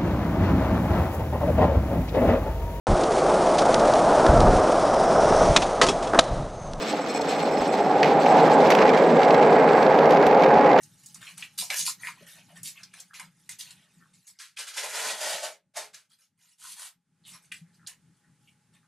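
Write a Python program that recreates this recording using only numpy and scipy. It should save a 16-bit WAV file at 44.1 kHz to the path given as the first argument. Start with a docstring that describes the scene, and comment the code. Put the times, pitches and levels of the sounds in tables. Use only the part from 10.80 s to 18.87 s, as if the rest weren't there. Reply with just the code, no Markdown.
"""Hook-and-loop cuff in a small bare room

A stiff fabric cuff is handled on an arm: friction makes the cloth rustle and squeak, its folds
buckle with a snap or ping, and the arm knocks softly. The strip is peeled in a few tugs and one
long rip, the released hooks plucking the taut flap, which is then drawn round again.
A low room rumble lies underneath and sinks for a while around the rip."""
import sys
import numpy as np
from scipy import signal
from scipy.fft import rfft, irfft, next_fast_len
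from scipy.io import wavfile
from scipy.ndimage import uniform_filter1d

SR = 44100
rng = np.random.default_rng(int(sys.argv[2]) if len(sys.argv) > 2 else 0)


def bounce(signal):
    """Save signal as a 16-bit WAV file at the path given by the first command-line argument."""
    frames = np.transpose(np.atleast_2d(signal))
    limited = np.clip(frames, -1, 1)
    pcm = np.round(limited * 32767).astype(np.int16)
    wavfile.write(sys.argv[1], SR, pcm)


N = 355975
TIME, FREQS = np.arange(N) / SR, np.fft.rfftfreq(N, 1 / SR)

# Levels in the tables are relative; each source applies its own gains.
# Course of the room rumble: time_s, level_db
RUMBLE_LEVELS = [(0, -64), (1.8, -63.5), (2.2, -69.5), (3.3, -66.5), (3.55, -84), (6.25, -81), (6.48, -66),
                 (8.07, -68)]
# Reverberation time of the room: frequency_hz, t60_s
REVERB_TIMES = [(200, 0.38), (800, 0.14), (2100, 0.17), (5500, 0.13), (10000, 0.097), (15000, 0.21)]
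# Stereo width: frequency_hz, side_gain_db
SIDE_GAINS = [(100, -22.5), (400, -15.5), (2500, -24), (4400, -11), (6500, -8.5), (10000, -1),
              (14000, -4.5)]
# Stereo balance: frequency_hz, left_over_right_db
BALANCE = [(130, 2.), (400, 1), (4000, -0.15), (8000, -0.7), (12000, -1.5)]
# Spectral envelopes: frequency_hz, level_db
RUMBLE_SPECTRUM = [(15, -65), (25, -19), (59, -29.5), (113, -5), (145, -3), (168, 2.5), (183, 0.5),
                   (205, -8.5), (248, -11), (352, -22.5), (394, -24.5), (425, -35), (500, -40),
                   (650, -68.5), (1100, -120)]  # low room noise
AIR_SPECTRUM = [(200, -12.5), (400, -1), (770, -8.5), (834, 9.5), (910, -6.5), (1500, 0), (2100, -4),
                (4200, -8.5), (9000, -7.5), (12000, -17), (15500, -48.5)]  # faint room hiss
WEAVE_SPECTRUM = [(100, -74), (400, -32.5), (1200, -23.5), (2500, -9), (4000, 0.5), (6500, 2), (9500, 2.5),
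                  (12500, -6), (15500, -29.5)]  # rubbed threads
FOLD_SPECTRUM = [(300, -39), (600, -14), (1000, -8), (1500, -1), (2300, -0.5), (3000, -1), (4500, -15.5),
                 (9000, -55.5)]  # stiff folds creasing
CRACK_SPECTRUM = [(100, -64.5), (400, -43.5), (800, -33), (1400, -18), (4000, 3.5), (9000, 12.5),
                  (12500, -4), (15500, -17.5)]  # a fold giving way
SCRAPE_SPECTRUM = [(300, -37), (900, -16), (1400, -11), (3000, -0.5), (6000, -0.5), (9500, 3.5),
                   (12500, -6.5), (15500, -36)]  # cloth skimming the hooks
HOLLOW_SPECTRUM = [(200, -38), (420, -24), (620, -11), (850, 7), (1150, 7), (1600, 2), (4000, -48)]  # the sliding flap
RASP_SPECTRUM = [(60, -57.5), (300, -50), (700, -17.5), (1400, 8), (2300, 6), (4000, 6), (7000, 5),
                 (9500, 3), (12500, -6.5), (15500, -35.5)]  # hooks letting go
FLAP_SPECTRUM = [(50, -53.5), (140, -31.5), (300, -18), (420, -10), (640, 6), (900, -9), (1050, -6),
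                 (1600, -28.5), (4000, -51.5)]  # the taut flap
# Soft knocks of the arm and cuff: start_s, level_db, pitch_hz, decay_s
KNOCKS = [(1.41, -53.5, 420, 0.0031), (1.721, -54, 172, 0.031), (2.466, -53.5, 171.4, 0.014),
          (4.253, -56.5, 225, 0.012), (4.323, -59.5, 209, 0.012), (4.54, -55, 168, 0.0077),
          (6.813, -44.5, 167, 0.014)]
# Faint motion of the cloth under the hands: start_s, end_s, weave_db, folds_over_weave_db
CLOTH_STIRS = [(0, 2.2, -63, -1), (2.2, 3.64, -68.5, 0), (6.45, 8.07, -86, -2)]
# Strokes of cloth on cloth and skin: start_s, length_s, swell_s, weave_db, folds_over_weave_db
CLOTH_STROKES = [(0.0, 0.032, 0.038, -49.5, -30), (0.168, .035, 0.012, -56.5, -38),
                 (0.225, 0.09, 0.012, -51, -30), (0.343, 0.025, 0.0026, -50, -1.5),
                 (0.408, 0.094, 0.0027, -47, 5.5), (0.572, 0.062, 0.0034, -44, 3),
                 (0.776, 0.042, 0.004, -24.5, -14), (0.876, 0.019, 0.0092, -42.5, -25),
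                 (0.899, 0.04, .003, -28, 0.5), (0.958, 0.046, 0.0056, -20.5, -20),
                 (1.045, 0.021, 0.028, -17, -13.5), (1.18, 0.1, 0.095, -38.5, 4.5),
                 (1.35, 0.11, 0.023, -71.5, 22), (1.46, 0.072, 0.0083, -46, -1),
                 (1.545, 0.045, 0.0086, -55, 11.5), (1.688, 0.015, 0.0045, -58, 9),
                 (1.745, 0.018, .025, -46, 5), (1.831, 0.033, 0.044, -25.5, -26),
                 (1.95, 0.068, 0.01, -56.5, 12.5), (2.13, 0.067, 0.0057, -51, 6.5),
                 (2.333, 0.029, 0.011, -42, 1.5), (2.385, 0.041, 0.0066, -48.5, 6),
                 (2.69, 0.014, 0.009, -35.5, -8), (2.785, 0.023, 0.01, -33, -14),
                 (2.84, 0.074, .02, -50.5, 4.5), (2.95, 0.092, 0.0073, -62, 5.5),
                 (3.33, 0.023, 0.0088, -56.5, -9), (3.466, 0.0076, .007, -42.5, -21),
                 (5.29, 0.033, 0.021, -57.5, -2.5), (5.38, 0.052, 0.0084, -61, -5.5),
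                 (5.57, 0.15, 0.05, -60.5, -2), (6.445, 0.064, 0.032, -45.5, -9.5),
                 (6.51, 0.043, 0.028, -46.5, 1), (6.615, 0.037, 0.014, -58, -8),
                 (6.718, 0.039, 0.003, -48, -5), (6.93, 0.019, 0.01, -62.5, -7),
                 (7.066, 0.026, .006, -44, 2.5), (7.33, 0.044, .04, -72, -19.5),
                 (7.56, .14, .12, -65.5, -12), (7.925, 0.024, 0.021, -60.5, 6.5)]
# Finger rubs on the cuff, and brief pitched pings of snapping folds:
# start_s, length_s, level_db, midway_pitch_hz
RUBS_AND_PINGS = [(0.455, 0.06, -48.5, 2700), (0.82, 0.011, -44.5, 807), (0.892, 0.035, -44.5, 755),
                  (1.074, 0.02, -40.5, 1160), (1.224, 0.07, -42, 1880), (1.278, .025, -44, 1170),
                  (1.404, 0.043, -62, 553), (1.671, 0.068, -63.5, 810), (1.957, 0.043, -52, 2750),
                  (2.032, .01, -54, 4540), (2.287, 0.093, -58, 1410), (2.388, 0.037, -51.5, 1050),
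                  (3.197, 0.068, -64, 1510), (5.804, 0.097, -57, 1280), (6.008, 0.063, -60, 1100),
                  (6.43, 0.074, -56, 3520), (6.535, 0.03, -59, 1220), (6.715, 0.0123, -37.5, 2340),
                  (6.834, .08, -77, 1900), (6.975, 0.087, -68, 1530), (7.063, 0.0083, -43.5, 4300),
                  (7.416, 0.086, -75.5, 1680), (7.671, 0.025, -61.5, 2795), (8.029, 0.018, -71.5, 1470)]
# Folds that buckle and hooks that catch: start_s, level_db, pitch_hz, ring_over_crack_db
FOLD_SNAPS = [(0.032, -40, 6940, 15), (0.26, -36.5, 7340, 22), (0.344, -34.5, 6900, 4),
              (0.578, -33.5, 3180, -12), (0.624, -25.5, 2520, 35), (0.782, -29, 7950, 18),
              (0.901, -19.5, 2180, 21.5), (0.902, -23, 4240, 9), (1.27, -23, 2080, 27),
              (1.831, -29.5, 8000, 28), (2.032, -34, 4900, 7.5), (2.137, -38.5, 1900, 1.5),
              (2.201, -32, 6660, 3), (2.396, -30.5, 2150, 0), (2.691, -28.5, 2130, -7),
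              (2.808, -29.5, 4050, 11), (2.906, -38, 4170, 0), (3.588, -41, 4640, 14),
              (3.77, -31, 2640, 30), (3.938, -41, 4960, 9), (4.968, -27.5, 925, -18),
              (5.144, -37, 5700, 24), (6.718, -29.5, 2370, 5.5), (7.071, -30, 6700, -24)]
# Pulls of the flap over the hooks: start_s, length_s, swell_s, scrape_db, flap_over_scrape_db
FLAP_PULLS = [(5.775, .15, 0.088, -43, -24), (5.95, .11, 0.043, -42, -7.5)]
# Resonances of the taut flap: pitch_hz, bandwidth_hz, lift_db
FLAP_RESONANCES = [(423, 11, 15), (537, 23, 2), (617, 57, 3), (825, 42, 6), (883, 82, 17)]
# Tugs that tear hooks from loops: start_s, length_s, rasp_db, flap_over_rasp_db
PEEL_TUGS = [(3.587, 0.031, -42.5, -71), (3.762, 0.019, -40.5, -44), (3.779, 0.013, -33.5, -15.5),
             (3.863, 0.01, -36.5, -24.5), (3.929, 0.021, -40, -25.5), (3.958, 0.033, -31, -12.5),
             (4.021, 0.015, -31, -3), (4.076, 0.045, -37.5, -9), (4.126, 0.097, -31.5, -5.5),
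             (4.23, 0.085, -30.5, -2.5), (4.365, 0.042, -38, -10.5), (4.398, 0.14, -31, -2.5),
             (4.56, 0.08, -41, -4.5), (4.622, 0.018, -32, -1.5), (4.657, 0.011, -53, -26),
             (4.937, .012, -52, -5), (4.953, 0.03, -34, -3), (5.13, 0.005, -45, -18.5)]


def amp(db):
    """Amplitude ratio of a level in decibels."""
    return 10 ** (np.asarray(db) / 20)


def unit(x):
    """Normalisation to an rms of 1."""
    return x / np.sqrt(np.mean(x ** 2) + 1e-20)


def read(points, hz):
    """Interpolation on a logarithmic frequency axis."""
    f, value = np.transpose(points)
    return np.interp(np.log(hz + 1), np.log(f + 1), value)


def colour(x, spectrum):
    """Source-filter shaping: x takes on a spectral envelope, at rms 1."""
    size = next_fast_len(len(x), True)
    gain = amp(read(spectrum, np.fft.rfftfreq(size, 1 / SR)))
    return unit(irfft(rfft(x, size) * gain, size)[:len(x)])


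def add(mix, start_s, sound):
    """Superposition of a sound on the mix."""
    part = mix[max(round(start_s * SR), 0):][:len(sound)]
    part += sound[:len(part)]


def wander(rate_hz, shape=N):
    """Random modulation: a band of slow noise around rate_hz."""
    noise = rfft(rng.standard_normal(shape))
    return unit(irfft(noise * FREQS * np.exp(-(FREQS / rate_hz) ** 2), N))


def room_tone(air_db=-7.5, air_side_db=4.5, lumps_db=3.5):
    """Ambient noise, mid and side: an uneven rumble and a faint hiss sink and return together."""
    level_db = np.interp(TIME, *np.transpose(RUMBLE_LEVELS))
    rumble_gain = amp(level_db + lumps_db * wander(rate_hz=6.2))
    return np.array([rumble_gain * colour(rng.standard_normal(N), RUMBLE_SPECTRUM)
                     + amp(level_db + air_db + wide_db) * colour(rng.standard_normal(N), AIR_SPECTRUM)
                     for wide_db in (0, air_side_db)])


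def wall_echoes(onset_s=0.00087):
    """Reverberation: two dense tails from close walls, each band decaying exponentially."""
    taps = rng.choice([-1., 1.], (2, SR // 2)) * (rng.random((2, SR // 2)) < 1 / 8)
    taps *= np.clip(TIME[:SR // 2] / onset_s - .5, 0, 1)
    hz, t, bands = signal.stft(taps, SR, nperseg=256)
    decay = amp(-60 * t / read(REVERB_TIMES, hz)[:, None])
    tail = signal.istft(bands * decay, SR, nperseg=256)[1]
    return tail / np.linalg.norm(tail, axis=1, keepdims=True)


def room(direct, moves_per_s=1.311, count=3):
    """Direct and reflected sound, mid and side: the echo paths change as the hands move."""
    places = [np.cos(np.pi * (moves_per_s * TIME + k / count)) * np.sqrt(2 / count)
              for k in range(count)]
    mid, side = sum(signal.oaconvolve((direct * place)[None], wall_echoes(), axes=1)[:, :N]
                    for place in places)
    return np.array([(direct + mid) / np.sqrt(2), side])


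def knocks():
    """Padded impact: a low damped vibration swells and dies."""
    out, t = np.zeros(N), TIME[:SR // 4]
    for start, db, hz, decay in KNOCKS:
        envelope = t / decay * np.exp(1 - t / decay)
        add(out, start, amp(db) * envelope * np.sin(2 * np.pi * hz * t))
    return out


def grains(per_s, spread_db):
    """Shot noise: tiny releases of uneven size at random times."""
    size = amp(spread_db * np.minimum(rng.exponential(1, N), 4))
    chance = rng.uniform(-1, 1, N)
    return unit(size * np.sign(chance) * (abs(chance) < per_s / SR))


def friction(clump_db, clump_hz, smooth, per_s=9000, spread_db=3.):
    """Stick-slip friction: contacts let go in clumps over smooth sliding noise."""
    band = np.exp(-(FREQS / clump_hz) ** 2) * np.minimum(FREQS / clump_hz, 1)
    clumps = unit(irfft(rfft(rng.standard_normal(N)) * band, N))
    return (grains(per_s, spread_db) + smooth * rng.standard_normal(N)) * amp(clump_db * clumps)


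def crinkle(per_crease_per_s=85., spread_db=2.5, width_at_2khz_hz=270., count=30):
    """Impulse excitation: every slip rings one of many creases, each with its own pitch."""
    slips, crease = grains(per_crease_per_s * count, spread_db), rng.integers(0, count, N)
    out, age = np.zeros(N), np.arange(256)
    for k, hz in enumerate(np.linspace(np.sqrt(500), np.sqrt(15000), count) ** 2):
        width_hz = width_at_2khz_hz * np.sqrt(hz / 2000)
        pole = np.exp((2j * np.pi * hz - np.pi * width_hz) / SR)
        ring = (age * pole ** age).imag
        out += unit(signal.oaconvolve(slips * (crease == k), ring)[:N]) * hz ** .25
    return unit(out)


def strokes(rows, fade_db_per_s, stop_s):
    """Incoherent addition: hand strokes sum in power, giving gains for a layer and its companion."""
    main, companion = np.zeros((2, N))
    for start, length, swell, db, share_db in rows:
        t = TIME[:round((length + stop_s) * SR)]
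        after = np.maximum(t - length, 0)
        rise = np.minimum(t / max(swell, .001), 1)
        fall = amp(-fade_db_per_s * after) * np.cos(np.pi / 2 * after / stop_s)
        add(main, start, (rise * fall * amp(db)) ** 2)
        add(companion, start, (rise * fall * amp(db + share_db)) ** 2)
    return np.sqrt([main, companion])


def stirring(uneven_db=5.5):
    """Amplitude modulation by small random movements: gains of the weave and of the folds."""
    drift = np.tanh(wander(rate_hz=4.1, shape=(2, N)))
    gains = sum(amp([[db], [db + share_db]]) * ((TIME >= start) & (TIME < end))
                for start, end, db, share_db in CLOTH_STIRS)
    return uniform_filter1d(gains, size=2048) * amp(uneven_db * drift)


def flexing(x, patchy_db=3.0):
    """Time-varying resonance: bending cloth lifts and dips patches of about 500 Hz by 40 ms."""
    bands = signal.stft(x, nperseg=512)[2]
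    patches = uniform_filter1d(rng.standard_normal(bands.shape), size=6, axis=0)
    patches = uniform_filter1d(patches, size=7, axis=1)
    return unit(signal.istft(bands * amp(patchy_db * unit(patches)))[1][:N])


def rustle(crowd_db=-41.5):
    """Frictional excitation: slips sound the folds and, under hard rubbing, crowd into a rasp."""
    weave, folds = np.hypot(strokes(CLOTH_STROKES, fade_db_per_s=262.5, stop_s=0.086), stirring())
    crowded = weave / (weave + amp(crowd_db))
    threads = unit(friction(clump_db=3.5, clump_hz=150, smooth=1.0))
    slips = flexing(np.sqrt(1 - crowded) * crinkle() + np.sqrt(crowded) * threads)
    return (amp(-5) * weave * colour(slips, WEAVE_SPECTRUM)
            + amp(-11) * folds * colour(slips, FOLD_SPECTRUM))


def rubs_and_pings(relative_width=0.4, fall_octaves_per_s=5.1):
    """Driven resonance, gliding down: a rubbing finger's note or a snapping fold's brief ping."""
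    out = np.zeros(N)
    slips = friction(clump_db=4.5, clump_hz=150, smooth=0.45, per_s=620, spread_db=6)
    for start, length, db, hz in RUBS_AND_PINGS:
        drive = slips[round(start * SR):][:round(max(length, .01) * SR)]
        pitch = hz * 2 ** (fall_octaves_per_s * (length / 2 - TIME[:len(drive)]))
        carrier = np.exp(2j * np.pi * np.cumsum(pitch) / SR)
        lowpass = signal.butter(4, relative_width * hz / 2, fs=SR)
        note = (carrier * signal.lfilter(*lowpass, drive / carrier)).real  # gliding band-pass
        add(out, start, amp(db) * unit(note * signal.windows.tukey(len(note), .5)))
    return out


def snaps(gain_db=2.0, rise_s=0.00093, decay_s=0.0036, damping=.12):
    """Buckling: a fold gives way with a brief crack and a heavily damped ring at its own pitch."""
    out, t = np.zeros(N), TIME[:2048]
    f = np.fft.rfftfreq(len(t), 1 / SR) + 1
    burst = np.exp(-t / decay_s) * (1 - np.exp(-t / rise_s))
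    for start, db, hz, ring_db in FOLD_SNAPS:
        crack, push = burst * rng.standard_normal((2, len(t)))
        crack = colour(np.roll(crack, 32), CRACK_SPECTRUM)
        resonance = 1 / (1 + 1j * (f / hz - hz / f) / (4 * damping)) ** 2
        ring = unit(irfft(rfft(push) * resonance))
        snap = (crack + amp(ring_db) * ring) / np.hypot(1, amp(ring_db))
        add(out, start, amp(db + gain_db) * snap * np.sqrt(np.mean(burst ** 2)))
    return out


def slide():
    """Sliding friction: cloth skims the hooks without catching, a bright scrape over a hollow flap."""
    scrape, flap = strokes(FLAP_PULLS, fade_db_per_s=267.5, stop_s=0.085)
    skims = friction(clump_db=2.5, clump_hz=115, smooth=0.46)
    return (amp(-1.84) * scrape * colour(skims, SCRAPE_SPECTRUM)
            + amp(-8.5) * flap * colour(skims, HOLLOW_SPECTRUM))


def peel(grab_s=0.016, crackle=0.83):
    """Elastic release: each hook that lets go clicks, rings the backing and plucks the taut flap."""
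    tugs = [(start, length, grab_s, db, flap_db) for start, length, db, flap_db in PEEL_TUGS]
    rasp, flap = strokes(tugs, fade_db_per_s=201, stop_s=.17)
    releases = unit(friction(clump_db=1.0, clump_hz=110, smooth=0.6))
    releases += crackle * crinkle(per_crease_per_s=220., spread_db=3.5, width_at_2khz_hz=1040.)
    lift_db = sum(db / (1 + (2 * (FREQS - hz) / width) ** 2) for hz, width, db in FLAP_RESONANCES)
    drum = colour(irfft(rfft(releases) * amp(lift_db), N), FLAP_SPECTRUM)
    return amp(-0.82) * rasp * colour(releases, RASP_SPECTRUM) + amp(-4.25) * flap * drum


def scene():
    """Mid-side superposition: left and right agree in the bass and part in the treble."""
    cuff = rustle() + rubs_and_pings() + peel() + slide() + snaps()
    mid, side = room(cuff) + room_tone()
    mid = rfft(mid + knocks())
    side = rfft(side) * amp(read(SIDE_GAINS, FREQS))
    lean = amp(read(BALANCE, FREQS) / 2)
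    return irfft(np.array([(mid + side) * lean, (mid - side) / lean]), N)


def record(dry):
    """Band limiting: a steep low-pass filter removes the highest treble."""
    lowpass = signal.firwin(255, cutoff=15650, window=("kaiser", 9), fs=SR)
    return signal.oaconvolve(dry, lowpass[None], "same")


dry = scene()
out = record(dry)
bounce(out)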